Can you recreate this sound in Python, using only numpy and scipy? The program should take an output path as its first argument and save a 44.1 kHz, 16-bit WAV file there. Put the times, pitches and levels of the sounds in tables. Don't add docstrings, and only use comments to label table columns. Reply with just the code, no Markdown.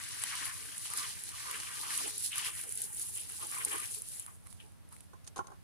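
import sys
import numpy as np
from scipy import signal
from scipy.fft import rfft, irfft
from scipy.io import wavfile
from scipy.ndimage import map_coordinates

SR = 44100
rng = np.random.default_rng(int(sys.argv[2]) if len(sys.argv) > 2 else 0)


def boost(x):
    u = np.asarray(x, float) / 20
    return 10 ** u


def to_wav(sig):
    pcm = np.clip(np.atleast_2d(sig), -1, 1) * 32767
    pcm = np.round(pcm).astype(np.int16)
    wavfile.write(sys.argv[1], SR, pcm.T)


N = 248283

# start_s, mist_db, coarse_db (over the mist),
# pan_db (left over right), stray_db (stray drops over the mist)
FLOW = [(0, -47.5, -6, 1.5, -9.5), (.42, -44.5, 0.5, 2.5, -3), (.53, -46.5, -10, 1.5, -8.5),
        (.92, -47, -3.5, 0.5, -12.5), (1.02, -43.5, -3, 0, -8), (1.22, -49, -7, -0.5, -13),
        (1.5, -46, -3.5, 0, -7), (1.75, -45.5, -6.5, 0, -10.5), (1.99, -39.5, -5, 0.5, -11.5),
        (2.14, -45, -3, .6, -17.5), (2.3, -47, -7, 1.5, -16), (2.47, -42.5, -4, 4.5, -4.5),
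        (2.52, -45, -15, 1, -11), (2.66, -47, -23, -2, -15.5), (3.0, -43.5, -26, -1, -21.5),
        (3.24, -48, -9, -0.3, -18.5), (3.6, -41.5, -12.5, 1, -23.5), (4.27, -53, -17.5, 0.5, -14.5)]
# start_s, length_s, mist_db, pan_db
SURGES = [(.24, 0.014, -50, -3), (.46, .012, -44, 1), (.78, 0.011, -52, 1.2), (.975, .012, -41.5, 1),
          (1.235, 0.0069, -65, 3), (1.508, 0.051, -45.5, 1.2), (1.97, 0.031, -45, -5),
          (2.24, 0.023, -37.5, -3.5), (2.375, 0.0096, -42, -2), (2.46, 0.014, -39.5, -4),
          (2.54, .015, -56, 0), (2.585, 0.052, -44, .3), (2.72, 0.013, -51.5, 8), (2.77, .012, -48.5, -5),
          (2.815, 0.036, -45.5, 6), (2.99, 0.046, -44, 0.5), (3.07, 0.099, -49, -1), (3.56, 0.013, -54, -3),
          (3.648, 0.0098, -47, -5), (3.697, 0.01, -43, 3), (3.775, 0.083, -46, 5.5), (3.94, .015, -41, 2),
          (4.015, 0.0069, -51, 2), (4.065, 0.08, -47, 0), (4.193, 0.0058, -45.5, 1.2)]
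# start_s, length_s, mist_db, pan_db
DRIBBLES = [
    (4.464, 0.035, -63, -8),
    (4.505, 0.023, -59.5, -9),
    (4.606, 0.079, -69.5, -8),
    (4.889, .004, -76, 3),
    (4.924, 0.0053, -60, -3),
    (4.94, 0.036, -72, -3),
    (4.985, .01, -66.5, -7.5),
    (5.01, 0.035, -71, -3),
]
# pitch_hz, level_db (per Hz)
MIST = [(2500, -38), (5000, -22), (7000, -11.5), (9000, -3.5), (10300, 1.5), (11400, -6.5), (12000, -14),
        (15000, -13), (16000, -75)]
# pitch_hz, level_db (per Hz)
SPRAY = [(1500, -15), (3000, -1.5), (4000, 6), (6000, 5), (7500, 2.5), (10000, 5), (14000, -29)]

# low_hz, high_hz, ring_cycles, drops_per_s, pan_db
SURFACES = [
    (2660, 3120, 13.7, 2000, 3),
    (1547, 2370, 18.5, 1600, 1.5),
    (992, 1418, 37, 1400, 0),
    (288.6, 835, 42, 400, -7.5),
]
# pitch_hz, level_db
LEAVES = [(280, -1.5), (380, 1), (520, 3), (680, -40.5), (780, 8), (1050, 5), (1220, 10.5), (1400, -4.5),
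          (1850, -2.5), (2300, -3.5), (3000, 20.5), (3350, 12.5)]
# time_s, left_lead_samples
BEARING = [
    (0, 13),
    (1.2, 6.1),
    (2.5, 7.6),
    (3.4, 2.7),
    (5.63, 2.9),
]
# start_s, length_s, level_db, size (0 stem, 1 small leaf, 2 large leaf)
PASSES = [(.002, 0.011, -49.5, 1.27), (0.227, 0.27, -49, 0.65), (0.318, 0.19, -49.5, 2.25),
          (0.605, 0.048, -60, 1.3), (0.854, 0.0052, -47.5, 0.42), (0.909, 0.14, -49.5, 2),
          (0.924, 0.084, -51.5, 0.88), (1.014, 0.022, -49, .1), (1.311, 0.29, -54.5, 2.28),
          (1.454, 0.087, -46.5, 1.6), (1.496, 0.24, -49, 0.62), (1.607, 0.16, -54, 2),
          (1.832, 0.21, -46.5, 2.24), (1.85, 0.21, -50, 0.19), (2.327, 0.13, -45.5, 0.042),
          (2.343, 0.077, -52, 2), (2.397, 0.067, -40.5, 0.26), (2.57, 0.038, -52.5, 0.43),
          (2.998, 0.0077, -52, 2.53), (3.174, 0.02, -50, 0.046), (3.294, 0.048, -54, 0.58),
          (3.416, 0.0043, -49, 0.22), (3.41, 0.021, -48, 2.33), (3.486, 0.0074, -51, 0.42),
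          (3.525, 0.094, -43, 1.46), (3.598, .025, -52, .05), (3.671, 0.0092, -47.5, 1),
          (3.717, 0.0058, -39, 0.7), (3.751, 0.1, -47.5, 0.56), (3.71, 0.086, -42.5, 2.7)]
# start_s, length_s, level_db, size (as in PASSES)
FALLS = [
    (4.281, 0.0069, -53, 1.9),
    (4.6, 0.0024, -54, 0.2),
    (4.195, .003, -61, 0.056),
    (4.462, 0.011, -61.5, 1.8),
    (5.7, 0.0066, -78, 0.79),
    (4.922, 0.0073, -58, 1.93),
]
# start_s, length_s, level_db
POT = [(0.418, 0.033, -59), (0.925, 0.027, -65), (1.47, 0.17, -63), (1.915, 0.021, -58.5),
       (2.016, 0.044, -50), (2.634, 0.039, -61.5), (2.804, 0.14, -72), (3.422, 0.014, -54),
       (3.667, 0.0076, -54.5), (3.715, 0.044, -51), (4.63, 0.038, -68)]
STRAY_DB = [-3, -0.84, -9]

# pitch_hz, level_db (per Hz)
YARD = [(20, -19), (50, -4), (100, 3), (200, -5.5), (400, -18.5), (800, -20.5), (2000, -26.5), (7000, -33),
        (10300, -27.5), (12000, -32.5), (16000, -40)]
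# pitch_hz, likeness (-1 to 1)
LIKENESS = [(60, -0.85), (180, -0.97), (550, -0.27), (1650, 0.17), (4970, -0.032), (15000, 0.039)]
# time_s, firings_hz
FIRING_HZ = [
    (0, 11.546),
    (2.1, 11.546),
    (2.8, 11.504),
    (3.5, 11.547),
    (5.63, 11.547),
]
# multiple (of the firing rate), level_db
ORDERS_DB = [(5, -17), (6, -20), (7, 0), (8, -1), (9, -3), (10, -10), (11, -16), (12, -17), (13, -18),
             (15, -6), (17, -16), (21, -15)]

# start_s, peak_db, pan_db, body_db (dull body
SPLATS = [(0.2374, -20.5, 2.5, -13.5), (0.353, -29, -6, -11), (0.4545, -28, 5, -13), (0.78, -29, -6, -20),
          (0.856, -37, -5, -8), (0.9014, -30.5, 1, -15), (0.9363, -26.5, 4, -14), (0.974, -22, 4, -27),
          (1.031, -38, 0, -1), (1.0917, -34, 0.0, -14), (1.1537, -42, -2, -23), (1.2369, -29, 3, -38),
          (1.29, -31, -2.5, -12), (1.5117, -25, -2, -15.5), (1.6333, -31, -2.0, -12),
          (1.905, -31.5, -4, -9), (1.976, -20.5, -5, -31), (2.1071, -32.5, -4, -14), (2.1796, -24, -4, -38),
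          (2.224, -31, 0, -31), (2.24, -29, 0, -27), (2.2613, -25.5, 0, -22), (2.3186, -32, -2, -16),
          (2.3573, -26.5, -1, -11), (2.3809, -20.5, 2, -19), (2.464, -30, -10, -10), (2.552, -32, 0, -18),
          (2.591, -29.5, -1.5, -22), (2.6127, -29, 0.0, -29), (2.692, -37, -6, -22),
          (2.7232, -25.5, -7, -27), (2.754, -28, -1, -34), (2.7747, -23.5, 1, -37), (2.8042, -31, 0.0, -23),
          (2.818, -22, -1.5, -29), (2.852, -33, -2.5, -21), (2.9464, -29.5, -1.5, -33),
          (2.9959, -26, -1.5, -34), (3.0297, -33, -5, -36), (3.09, -38, -2.5, -25), (3.2979, -31, -4, -16),
          (3.469, -29, -2, -33), (3.5142, -27.5, -3, -28), (3.5483, -29.5, 1, -25), (3.5843, -30, -3, -19),
          (3.6495, -17, -2, -35), (3.6935, -31.5, 1, -12.5),
          (3.7815, -28, -3, -21),
    (3.8013, -28.5, -2, -14),
    (3.9464, -29.5, -4, -18),
    (3.833, -33, -4, -15),
    (3.862, -36, -2, -14),
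    (3.985, -35, -5, -28),
    (4.0198, -28, -7, -42),
    (4.087, -32, -7, -29),
    (4.169, -43, -1.5, -28),
    (4.1967, -28.5, 1, -29),
]
# start_s, peak_db, pan_db, body_db
DRIPS = [
    (4.2632, -36, -9, -14),
    (4.47, -42, -15, -13),
    (4.5272, -42.5, -12, -10),
    (4.6059, -52.5, -11, -22),
    (4.72, -53, -7, -18.5),
    (4.8888, -48.5, -4, -29),
    (4.9253, -43, -5, -14.5),
    (4.965, -48, 6, -6.5),
    (5.006, -41, -13, -16),
]
# pitch_hz, level_db (per Hz)
BODY = [(400, -25), (900, -5.5), (2000, -0.5), (4500, -4.5), (7000, -15), (12000, -15.5)]

# start_s, peak_db, pan_db, rattle_s, treble_db (over the body)
KNOCKS = [(5.133, -44.5, -4.5, 0.012, -19), (5.244, -68, 0, 0.013, 10), (5.266, -63, -7, 0.011, 7),
          (5.2747, -59.5, -1, 0.0065, 17.5), (5.36, -40, 1.5, 0.025, -7.5), (5.369, -39, 3, 0.0069, -16),
          (5.379, -42, 1, 0.0084, -4.5), (5.39, -26.5, -1, 0.0076, -33), (5.406, -36.5, 1, 0.0076, -35),
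          (5.442, -49, 5, 0.024, -20), (5.47, -56, 5, 0.005, 6), (5.481, -47.5, -2, 0.0099, -26),
          (5.502, -45.5, 3, 0.011, -23), (5.517, -46, -5, 0.0098, -20), (5.535, -51, 3, 0.011, -22)]
# pitch_hz, level_db, t60_s
TANK = [(382, -2, 0.16), (630, -5, 0.039), (822, 2, 0.1), (1063, 8.5, 0.079), (1380, 0, 0.078),
        (1520, 4, 0.03), (1840, -14, 0.025), (2224, -14, 0.02), (3060, -7, 0.03), (3400, -16, 0.012)]
# pitch_hz, level_db (per Hz)
TRIGGER = [(2000, -11.5), (4000, -7), (5600, -7.5), (6400, 2.5), (7200, -7.5), (9500, -2), (11400, -9.5),
           (12500, -34), (16000, -33)]

# middle_s, half_length_s
DROPOUTS = [
    (.675, .03),
    (1.04, .012),
    (2.65, .02),
    (2.91, .028),
    (3.53, .045),
    (3.75, .028),
]
# middle_s, half_length_s
UPPER_DROPOUTS = [(.12, .07), (.38, .07), (.53, .02), (.63, .05), (.85, .03), (1.05, .025), (1.2, .015),
                  (1.44, .15), (2.1, .03), (2.2, .03), (2.53, .04), (2.66, .04), (2.93, .04), (3.13, .07),
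                  (3.36, .05), (3.53, .05), (3.76, .03), (3.98, .07), (4.19, .06)]
BAND_EDGES_HZ = [135, 245, 350, 470, 600, 760, 950, 1300]


def rms_one(x):
    return x / np.sqrt(np.mean(x ** 2) + 1e-20)


def in_time(rows):
    s, *columns = np.transpose(rows)
    return [np.interp(np.arange(N) / SR, s, c) for c in columns]


def at_hz(points, hz):
    points_hz, values = np.array(points).T
    return np.interp(np.log(hz + 1), np.log(points_hz), values)


def panned(pan_db):
    return boost(np.array([pan_db / 2, -pan_db / 2]))


def drift(rate):
    r = np.exp(-40 * np.pi * rate / SR)
    slow = signal.lfilter([1], [1, -2 * r, r * r], rng.standard_normal(N // 20 + 2002))[2000:]
    return np.interp(np.arange(N) / 20, np.arange(len(slow)), rms_one(slow))


def colour(x, spectrum):
    size = 4096
    cepstrum = irfft(at_hz(spectrum, np.arange(size // 2 + 1) * SR / size) * np.log(10) / 20)
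    cepstrum[1:size // 2] *= 2
    cepstrum[size // 2 + 1:] = 0
    response = irfft(np.exp(rfft(cepstrum)))
    return signal.oaconvolve(x, response[None] / np.linalg.norm(response), axes=1)[:, :N]


def bandpass(x, low_hz, high_hz):
    return signal.sosfilt(signal.butter(2, [low_hz, high_hz], "band", fs=SR, output="sos"), x)


def ring(clicks, hz, t60):
    r, w = boost(-60 / (t60 * SR)), 2 * np.pi * hz / SR
    return signal.lfilter([0, np.sin(w)], [1, -2 * r * np.cos(w), r * r], clicks + 1e-18)


def drops(per_s, spread_db, clump_db):
    born = rng.random(N) < per_s * boost(clump_db * drift(25)) / SR
    return born * boost(spread_db * np.minimum(rng.exponential(1, N), 5))


def bursts(impacts, fade_s):
    r = np.exp(-1 / (max(fade_s, 1e-4) * SR))
    return signal.lfilter([1], [1, -r], impacts + 1e-18) * rng.standard_normal((2, N))


def swells(start_s, length_s, level_db, rise, fall):
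    t = np.arange(0, N + 32, 32)[:, None] / SR
    early_s = np.maximum(start_s - t, 0)
    late_s = np.maximum(t - start_s - np.abs(length_s), 0)
    db = level_db - rise * early_s - fall * late_s
    return np.interp(np.arange(N) / SR, t[:, 0], np.sqrt(np.sum(boost(db) ** 2, axis=1)))


def flow():
    mist_db, *rest = in_time(FLOW)
    since_let_go_s = np.maximum(np.arange(N) / SR - FLOW[-1][0], 0)
    return mist_db - 115 * since_let_go_s, *rest


def spurts(rows, rise, fall):
    s, length_s, level_db, pan_db = np.transpose(rows)
    return np.array([swells(s, length_s, level_db + side * pan_db / 2, rise, fall) for side in (1, -1)])


def fizz():
    puffs, count = bursts(drops(1400, spread_db=3.6, clump_db=4.0), fade_s=0.0004), 7
    size = np.repeat(rng.integers(0, count, N // 32 + 1), 32)[:N]
    pitches_hz = np.geomspace(6500, 11500, count)
    return rms_one(sum(ring(puffs * (size == k), hz, 21.0 / hz) for k, hz in enumerate(pitches_hz)))


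def jet():
    mist_db, coarse_db, pan_db, _ = flow()
    steady = boost(mist_db) * panned(pan_db)
    surge = spurts(SURGES, rise=249, fall=345)
    dribble = spurts(DRIBBLES, rise=692, fall=193)
    sputter_db = 1.37 * drift(12.5) + 0.2 * drift(23)
    crackle = rms_one(bursts(drops(900, spread_db=7.0, clump_db=4.5), fade_s=0.0015))
    patter = rms_one(bursts(drops(900, spread_db=1.0, clump_db=4.0), fade_s=0.012))
    fine = boost(-19.0) * crackle + boost(-10.0) * fizz() + boost(-4.0) * rng.standard_normal((2, N))
    coarse = boost(-8.0) * crackle[::-1] + boost(-11.0) * patter + rng.standard_normal((2, N))
    fine = colour(fine, MIST) * (np.hypot(steady, surge) + dribble)
    coarse_level = np.hypot(boost(coarse_db) * steady, boost(-10.5) * surge) + boost(-9.5) * dribble
    coarse = colour(coarse, SPRAY) * coarse_level
    return boost(2.5 + sputter_db) * (fine + boost(1.15 * drift(16)) * coarse)


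def struck():
    mist_db, _, _, aim_db = flow()
    pass_rates, fall_rates = (900, 290), (1500, 377)   # rise, fall in dB per s

    def on_size(rows, k, rates):
        s, length_s, db, size = np.transpose(rows)
        return swells(s, length_s, db - 12.5 * np.abs(size - k), *rates)

    levels = []
    for k, stray_db in enumerate(STRAY_DB):
        hit = on_size(PASSES, k, pass_rates) + on_size(FALLS, k, fall_rates)
        levels.append(np.hypot(hit, boost(mist_db + aim_db + stray_db)))
    pot = np.hypot(swells(*np.transpose(POT), *pass_rates), boost(mist_db - 22.5))
    return levels + [pot]


def foliage():
    out, count, now = np.zeros((2, N)), 9, np.arange(N)
    for level, (low_hz, high_hz, cycles, per_s, pan_db) in zip(struck(), SURFACES):
        hits = drops(per_s, spread_db=2.5, clump_db=4.5) * rng.choice([-1, 1], N)
        leaf, direct, echo = rng.integers(0, count, N), 0, 0
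        for k, hz in enumerate(np.geomspace(low_hz, high_hz, count)):
            note = boost(at_hz(LEAVES, hz)) * np.sqrt(hz) * ring(hits * (leaf == k), hz, cycles / hz)
            direct = direct + note
            echo = echo + 0.64 * np.roll(note, int(rng.uniform(60.0, 401.6)))
        late = map_coordinates(direct - echo, [now - in_time(BEARING)[0]], order=3, mode="nearest")
        layer = bandpass([direct + echo, late], 0.67 * low_hz, 1.39 * high_hz)
        out += boost(1.5) * level * panned(pan_db)[:, None] * rms_one(layer)
    return out


def yard():
    common, apart = rfft(rng.standard_normal((2, N)))
    alike = np.clip(-at_hz(LIKENESS, np.arange(len(common)) * SR / N), -1, 1)
    mid, side = irfft([np.sqrt((1 + alike) / 2) * common, np.sqrt((1 - alike) / 2) * apart], N)
    return boost(-56.5 + 0.27 * drift(3.3)) * colour(np.array([mid + side, mid - side]), YARD)


def engine():
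    turn = 2 * np.pi * np.cumsum(in_time(FIRING_HZ)[0]) / SR
    turn -= turn[int(4.897 * SR)]
    hum = sum(boost(db) * np.cos(k * turn + 4.4) for k, db in ORDERS_DB)
    hum = boost(-58.5 + 1.8 * drift(6)) * rms_one(hum)
    return hum * panned(-4.5)[:, None]


def splats():
    s, peak_db, pan_db, body_db = np.transpose(SPLATS + DRIPS)
    at, pan_db = (s * SR).astype(int), np.clip(pan_db, -4, 4)
    bright, dull = np.zeros((2, 2, N))
    bright[:, at] = boost(peak_db - 1.0) * panned(pan_db)
    dull[:, at] = boost(peak_db + body_db + 4.0) * panned(pan_db)
    bright += 0.4 * np.roll(bright, round(0.0016 * SR), axis=1)
    click = 0.78 * bright * [[1], [-0.6]]
    bright = bandpass(click + bursts(bright, fade_s=0.0012), 6500, 12500)
    return colour(bright, MIST) + colour(bursts(dull, fade_s=0.0013), BODY)


def knocks():
    force, scrape = np.zeros((2, 2, N))
    start = int(KNOCKS[0][0] * SR)
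    for s, peak_db, pan_db, length_s, treble_db in KNOCKS:
        at = int(s * SR)
        fade = panned(pan_db)[:, None] * np.exp(-np.arange(N - at) / SR / max(length_s, 0.001))
        force[:, at:] += boost(peak_db - 18.5) * fade
        scrape[:, at:] += boost(peak_db + treble_db + 0.5) * fade ** 1.12
    out = colour(scrape * rng.standard_normal((2, N)), TRIGGER)
    soft = signal.butter(2, 1500, fs=SR, output="sos")
    first = (np.array(KNOCKS)[:, 0] * SR).astype(int) - start
    shape = (2, N - start)
    for hz, level_db, t60 in TANK:
        contacts = (rng.random(shape) < 900 / SR) * rng.standard_normal(shape)
        blows = rng.uniform(0.6, 1.8, len(KNOCKS)) * rng.choice([-1, 1])
        contacts[:, first] = blows * np.array([[1], [-1]])
        contacts[1] = 0.5 * contacts[0] + 1.56 * contacts[1]
        push = signal.sosfilt(soft, force[:, start:] * contacts)
        out[:, start:] += boost(level_db) * ring(push, hz, 0.59 * min(t60, 0.07))
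    return out


def scene():
    return jet() + foliage() + yard() + engine() + splats() + knocks()


def shut(rows):
    s, half_s = np.transpose(rows)
    t = np.arange(0, N + 32, 32) / SR
    gates = np.clip((np.abs(t[:, None] - s) - half_s) / 0.015, 0, 1)
    return np.interp(np.arange(N) / SR, t, np.prod(gates, axis=1))


def roll_off(x):
    return signal.sosfilt(signal.butter(12, 15400, fs=SR, output="sos"), x)


def record(dry):
    loud = np.arange(N) / SR < 4.3
    unlike = rfft((dry[0] - dry[1]) / 2)
    band = np.searchsorted(BAND_EDGES_HZ, np.arange(len(unlike)) * SR / N)
    kept = [boost(np.minimum(0, 12 * drift(9) + 12) * loud) * shut(DROPOUTS)]
    kept += [shut(UPPER_DROPOUTS) * shut(DROPOUTS)]
    kept += [boost(np.minimum(0, 16 * drift(7) + 10) * loud) for _ in BAND_EDGES_HZ[2:]]
    lost = sum(irfft(unlike * (band == k), N) * (1 - gate) for k, gate in enumerate(kept))
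    filtered = dry - lost * [[1], [-1]]
    return roll_off(filtered * [[1], [-1]])


dry = scene()
out = record(dry)
to_wav(out)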